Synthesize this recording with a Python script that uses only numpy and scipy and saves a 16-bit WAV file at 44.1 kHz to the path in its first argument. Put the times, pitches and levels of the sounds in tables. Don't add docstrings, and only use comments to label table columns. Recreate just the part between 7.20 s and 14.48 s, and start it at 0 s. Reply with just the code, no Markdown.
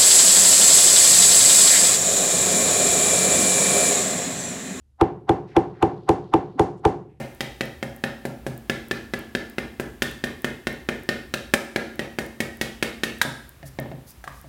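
import sys
import numpy as np
from scipy import signal
from scipy.fft import rfft, irfft, next_fast_len
from scipy.io import wavfile

SR = 44100
rng = np.random.default_rng(int(sys.argv[2]) if len(sys.argv) > 2 else 0)


def generate_wav(signal):
    frames = np.transpose(np.atleast_2d(signal))
    scaled = np.clip(frames, -1, 1) * 32767
    pcm = np.round(scaled).astype(np.int16)
    wavfile.write(sys.argv[1], SR, pcm)


N = 321249
LEAD = SR // 10
TOTAL = N + LEAD


def from_db(db):
    return 10 ** (np.asarray(db) / 20)


def rms_one(x):
    return x / np.sqrt(np.mean(x ** 2) + 1e-20)


def seconds(length):
    return np.arange(int(length * SR)) / SR


def dying(t, t60):
    return np.exp(-np.log(1000) * t / t60)


def at_time(points, s):
    return np.interp(s, *np.transpose(points))


def at_hz(points, hz):
    known_hz, values = np.transpose(points)
    return np.interp(np.log(np.maximum(hz, 1)), np.log(known_hz), values)


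def noise(spectrum, size):
    n = next_fast_len(size)
    gain = from_db(at_hz(spectrum, np.fft.rfftfreq(n, 1 / SR)))
    return rms_one(irfft(rfft(rng.standard_normal(n)) * gain, n)[:size])


def cut(x, kind, hz, order=2):
    return signal.sosfilt(signal.butter(order, hz, kind, fs=SR, output="sos"), x)


def add(track, s, sound):
    start = LEAD + round(s * SR)
    track[start:start + len(sound)] += sound[:TOTAL - start]


def attack_at(x, db):
    head = x[:int(.012 * SR)]
    return from_db(db) * x / np.sqrt(np.mean(head ** 2) + 1e-20)


def ring(modes, t, spread_db, pitch=1):
    hz, db, t60 = np.transpose(modes)[:, :, None]
    strength = from_db(db + spread_db * rng.standard_normal(db.shape))
    return -np.sum(strength * dying(t, t60) * np.cos(2 * np.pi * pitch * hz * t), axis=0)


def struck(modes, spread_db, soft_hz, scrape, pitch=1):
    t, brief = seconds(.1), seconds(.008)
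    contact = scrape * rng.standard_normal(len(brief)) * dying(brief, t60=0.045)
    contact[0] = 1
    sound = signal.fftconvolve(ring(modes, t, spread_db, pitch), contact)[:len(t)]
    return cut(sound, "low", hz=soft_hz)


def favour(modes, centre_hz, db_per_octave):
    return [(hz, db - db_per_octave * abs(np.log2(hz / centre_hz)), t60) for hz, db, t60 in modes]


# (frequency [Hz], relative level [dB])
RUMBLE_SPECTRUM = [(20, -10), (36, -24), (52, 5), (66, 3), (90, -4), (130, -9), (250, -16.5), (500, -24),
                   (1000, -23.5), (2500, -28), (6000, -36), (12000, -34.5), (16000, -35)]
def rumble(level_db=-48):
    return from_db(level_db) * noise(RUMBLE_SPECTRUM, TOTAL)


def ticks(first_s=.149, period_s=.3072, hz=13500, level_db=-16, spread_db=3.5):
    out, t = np.zeros(TOTAL), seconds(.005)
    click = np.sin(2 * np.pi * hz * t) * dying(t, t60=0.00023)
    for s in np.arange(first_s, N / SR, period_s):
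        add(out, s, from_db(level_db + spread_db * rng.standard_normal()) * click)
    return cut(out, "high", hz=8000, order=4)


# (frequency [Hz], t60 [s])
REVERB_T60 = [(100, 0.33), (260, 0.55), (700, 0.43), (1800, 0.46), (4800, 0.5), (13000, 0.6)]
# (frequency [Hz], relative level [dB])
REVERB_SPECTRUM = [(60, 14), (130, 5), (230, 7), (400, 4), (750, 7.5), (1000, 3.5), (1700, 3), (3500, 2),
                   (7000, -1), (16000, -6)]
def reflections(t, wet_db=-37.5):
    spectrum = rfft(rng.standard_normal(len(t)))
    hz = np.fft.rfftfreq(len(t), 1 / SR)
    edges = np.geomspace(50, 20000, 27)
    tail = np.zeros(len(t))
    for low, high in zip(edges, edges[1:]):
        centre = np.sqrt(low * high)
        decay = dying(t, at_hz(REVERB_T60, centre))
        band = irfft(spectrum * ((hz >= low) & (hz < high)), len(t)) * decay
        share = np.sqrt(np.mean(decay ** 2) * 2 * (high - low) / SR)
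        tail += from_db(at_hz(REVERB_SPECTRUM, centre) + wet_db) * share * rms_one(band)
    return tail


# (frequency [Hz], gain [dB], t60 [s])
ROOM_MODES = [(217, -74, 0.36), (477.5, -50.5, 0.44), (590, -48.5, 0.2), (774, -63, 0.92),
              (1644, -58.5, 0.36)]
def kitchen(radiated, build_s=0.014, gap_s=0.00025):
    t = seconds(.7)
    onset = 1 - np.exp(-np.maximum(t - gap_s, 0) / build_s)
    turn = np.linspace(0, 2 * np.pi, TOTAL)
    out = signal.fftconvolve(radiated[0], onset * ring(ROOM_MODES, t, spread_db=-2))
    for k, sound in enumerate(radiated):
        share = np.sqrt(2 / len(radiated)) * np.cos(turn + np.pi * k / len(radiated))
        out += signal.fftconvolve(share * sound, onset * reflections(t))
    return out[:TOTAL]


# (frequency [Hz], relative level [dB], t60 [s])
COUNTER_MODES = [(126.9, 11.5, 0.38), (151.7, 3, 0.35), (258.7, 2, 0.46), (572, 15.5, 0.093)]
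def boom(swell_s, bend=0.226, sag_s=0.023):
    t = seconds(.45)
    bent_time = t + bend * sag_s * (1 - np.exp(-t / sag_s))
    hum = ring(COUNTER_MODES, bent_time, spread_db=2, pitch=1 + 0.017 * rng.standard_normal())
    return hum * (1 - np.exp(-t / swell_s))


# (time [s], boom gain [dB])
FOOT_COUPLING = [(0, -38.5), (.84, -39.5), (1.1, -35.5), (1.7, -40.5), (2, -54), (2.6, -41), (3.9, -42),
                 (4.35, -46), (5, -40), (5.85, -50)]
def counter():
    out = np.zeros(TOTAL)
    for s, *_ in RIM_KNOCKS:
        add(out, s, from_db(at_time(FOOT_COUPLING, s)) * boom(swell_s=0.027))
    for s, boom_db, *_ in BOWL_BUMPS:
        add(out, s, from_db(boom_db) * boom(swell_s=0.009))
    return out


# (time [s], duration [s], level [dB])
FLOUR_SLIDES = [(6.45, 0.047, -46.5), (6.862, 0.071, -47.5), (7.085, 0.16, -56.5)]
# (frequency [Hz], relative level [dB])
FLOUR_SPECTRUM = [(2500, -13), (5000, 8), (8000, 4), (11000, 8), (16000, 2)]
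def flour():
    out = np.zeros(TOTAL)
    for s, length, db in FLOUR_SLIDES:
        swell = np.sqrt(np.hanning(int(length * SR)))
        add(out, s, from_db(db) * swell * noise(FLOUR_SPECTRUM, SR)[:len(swell)])
    return out


# (frequency [Hz], relative level [dB])
WIRE_SPECTRUM = [(2500, 3), (5000, 1), (7000, -1), (10000, -1.5), (16000, -9)]
def wire_rattle(db, after_db=-14):
    t = seconds(.1)
    settling = from_db(after_db) * np.linspace(1, 0, len(t))
    return attack_at(noise(WIRE_SPECTRUM, len(t)) * (dying(t, t60=0.05) + settling), db)


# (frequency [Hz], relative level [dB], t60 [s])
BOWL_MODES = [(147.3, -14.5, 0.45), (232.2, 6.5, 0.066), (347, 7.5, 0.027), (390, -9, 0.02),
              (541, -2, 0.064), (668, -11, 0.071), (783, -11.5, 0.12)]
# (time [s], frequency [Hz])
BOWL_CENTRE = [(0, 635), (.65, 596), (1.3, 402), (2.1, 373), (3.9, 355), (4.35, 530), (4.6, 463),
               (5.0, 364), (5.85, 400), (6.05, 544), (6.7, 570)]
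def bowl_thud(s, db):
    grip = 1 + .012 * rng.standard_normal()
    modes = favour(BOWL_MODES, at_time(BOWL_CENTRE, s), db_per_octave=7.0)
    return attack_at(struck(modes, spread_db=2.5, soft_hz=1140, scrape=0.004, pitch=grip), db)


# (frequency [Hz], relative level [dB], t60 [s])
CAN_MODES = [(1250, -4.5, 0.0076), (1465, -6.5, 0.052), (1686, 2, 0.017), (1795, 1.5, 0.036),
             (2082, 0, 0.027), (2360, 3, 0.0084)]
# (frequency [Hz], relative level [dB], t60 [s])
EDGE_MODES = [(2640, 6, 0.0056), (3140, 7.5, 0.0051), (3690, -0.5, 0.008), (4530, -1, 0.0024),
              (5210, -10.5, 0.0082)]
def can_clack(centre_hz, can_db, edge_db, usual_hz=1768):
    modes = favour(CAN_MODES, centre_hz, db_per_octave=10)
    can = struck(modes, spread_db=2.0, soft_hz=3120, scrape=0.07, pitch=(centre_hz / usual_hz) ** 0.94)
    edge = struck(EDGE_MODES, spread_db=2.0, soft_hz=6760, scrape=0.14)
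    return attack_at(can, can_db) + attack_at(edge, edge_db)


# (frequency [Hz], relative level [dB], t60 [s])
LEVER_MODES = [(3580, -5, 0.0093), (3840, -3, 0.0099), (4920, -4.5, 0.015), (6600, -18.5, 0.0078),
               (9000, -6, 0.009)]
def lever_clank(can_db, mesh_db, mesh_hz, lever_db, wire_db):
    can = struck(CAN_MODES[1:5], spread_db=5.0, soft_hz=2450, scrape=0.0025, pitch=0.903)
    mesh = struck([(mesh_hz, 0, .024)], spread_db=0, soft_hz=1490, scrape=0.0082)
    lever = struck(LEVER_MODES, spread_db=6.0, soft_hz=10100, scrape=0.29)
    return (attack_at(can, can_db) + attack_at(mesh, mesh_db)
            + attack_at(lever, lever_db) + wire_rattle(wire_db))


# (time [s], base level re force [dB])
WIRE_LEVEL = [(0, -11.5), (.85, -16), (1.3, -13), (1.7, -15), (2.3, -18), (2.9, -10.5), (3.7, -15.5),
              (4.75, -14.5), (5.2, -7.5), (5.85, -12)]
def knock(s, force_db, hardness_db, can_hz, usual_force_db=-21.5, leap_force_db=-16.5):
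    can_db = force_db - 0.5 + 0.27 * hardness_db + 0.16 * (force_db - usual_force_db)
    edge_db = force_db - 7.5 + hardness_db
    leap_db = 3.2 * max(force_db - leap_force_db, 0)
    wire_db = force_db + at_time(WIRE_LEVEL, s) + max(hardness_db, 0) + leap_db
    return bowl_thud(s, force_db) + can_clack(can_hz, can_db, edge_db) + wire_rattle(wire_db)


# (time [s], force [dB], contact hardness [dB], can centre [Hz])
RIM_KNOCKS = [(-0.02, -23.5, -20, 1776), (0.2068, -27, 6.5, 1970), (0.4088, -24, 0, 1940),
              (0.6278, -25.5, -7.5, 1790), (0.8388, -23, -0.5, 1774), (1.0527, -25, -26, 1684),
              (1.2657, -25.5, -29, 1650), (1.4974, -22, 2, 1694), (1.7114, -23.5, 2, 1720),
              (1.9367, -24.5, -0.5, 1674), (2.1505, -22.5, 1, 1710), (2.3833, -24, -3, 1770),
              (2.5982, -24, -17, 1660), (2.8212, -23, 6.5, 1777), (3.0396, -23.5, -1, 1794),
              (3.245, -22.5, -2.5, 1780), (3.4703, -23.5, 0.5, 1780), (3.6887, -22, -3, 1770),
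              (3.89, -21, 2, 1790), (4.1393, -26, 7.5, 1700), (4.338, -13.5, -0.5, 1713),
              (4.5608, -16.5, -1.5, 1710), (4.7935, -24.5, -2.5, 1890), (4.9867, -23.5, -5, 1796),
              (5.204, -23, -1, 1876), (5.4129, -25, 5.5, 1880), (5.6264, -22.5, 4, 1807),
              (5.8348, -24, 6.5, 1850)]
# (time [s], can [dB], mesh [dB], mesh pitch [Hz], lever [dB], wire [dB])
LEVER_CLANKS = [(6.015, -14.5, -26.5, 976, -21.5, -21), (7.041, -40, -42, 760, -66, -47.5),
                (7.077, -35.5, -34, 1180, -55, -48)]
# (time [s], boom gain [dB], bowl wall [dB], rim clack [dB])
BOWL_BUMPS = [(6.051, -32.5, -25, -50), (6.429, -46.5, -44.5, -46.5), (6.588, -36.5, -27.5, -33),
              (6.66, -50, -35, -60), (6.716, -40.5, -36, -48), (7.075, -54, -45, -53),
              (7.244, -50.5, -49, -62)]
def sifter_and_bowl(clack_hz=1797):
    out = np.zeros(TOTAL)
    for s, *blow in RIM_KNOCKS:
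        add(out, s, knock(s, *blow))
    for s, *blow in LEVER_CLANKS:
        add(out, s, lever_clank(*blow))
    for s, _, wall_db, clack_db in BOWL_BUMPS:
        add(out, s, bowl_thud(s, wall_db) + can_clack(clack_hz, clack_db, edge_db=clack_db - 7.5))
    return out


def scene(directions=4):
    radiated = [sifter_and_bowl() + flour() for _ in range(directions)]
    background = rumble()
    return (radiated[0] + kitchen(radiated) + counter() + ticks() + background)[None, LEAD:]


def gain_control(x, threshold_db=-5.0, attack_s=0.012, release_db_per_s=18):
    over_db = np.maximum(20 * np.log10(abs(x) + 1e-9) - threshold_db, 0)
    ramp = release_db_per_s * np.arange(N) / SR
    held_db = np.maximum.accumulate(over_db + ramp, axis=-1) - ramp
    pole = np.exp(-1 / (attack_s * SR))
    return x * from_db(-signal.lfilter([1 - pole], [1, -pole], held_db))


def record(dry):
    ceiling, cutoff_hz = .72, 16400
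    ducked = gain_control(cut(dry, "high", hz=34.5))
    clipped = ducked / (1 + (ducked / ceiling) ** 6) ** (1 / 6)
    return signal.sosfiltfilt(signal.butter(20, cutoff_hz, fs=SR, output="sos"), clipped)


dry = scene()
out = record(dry)
generate_wav(out)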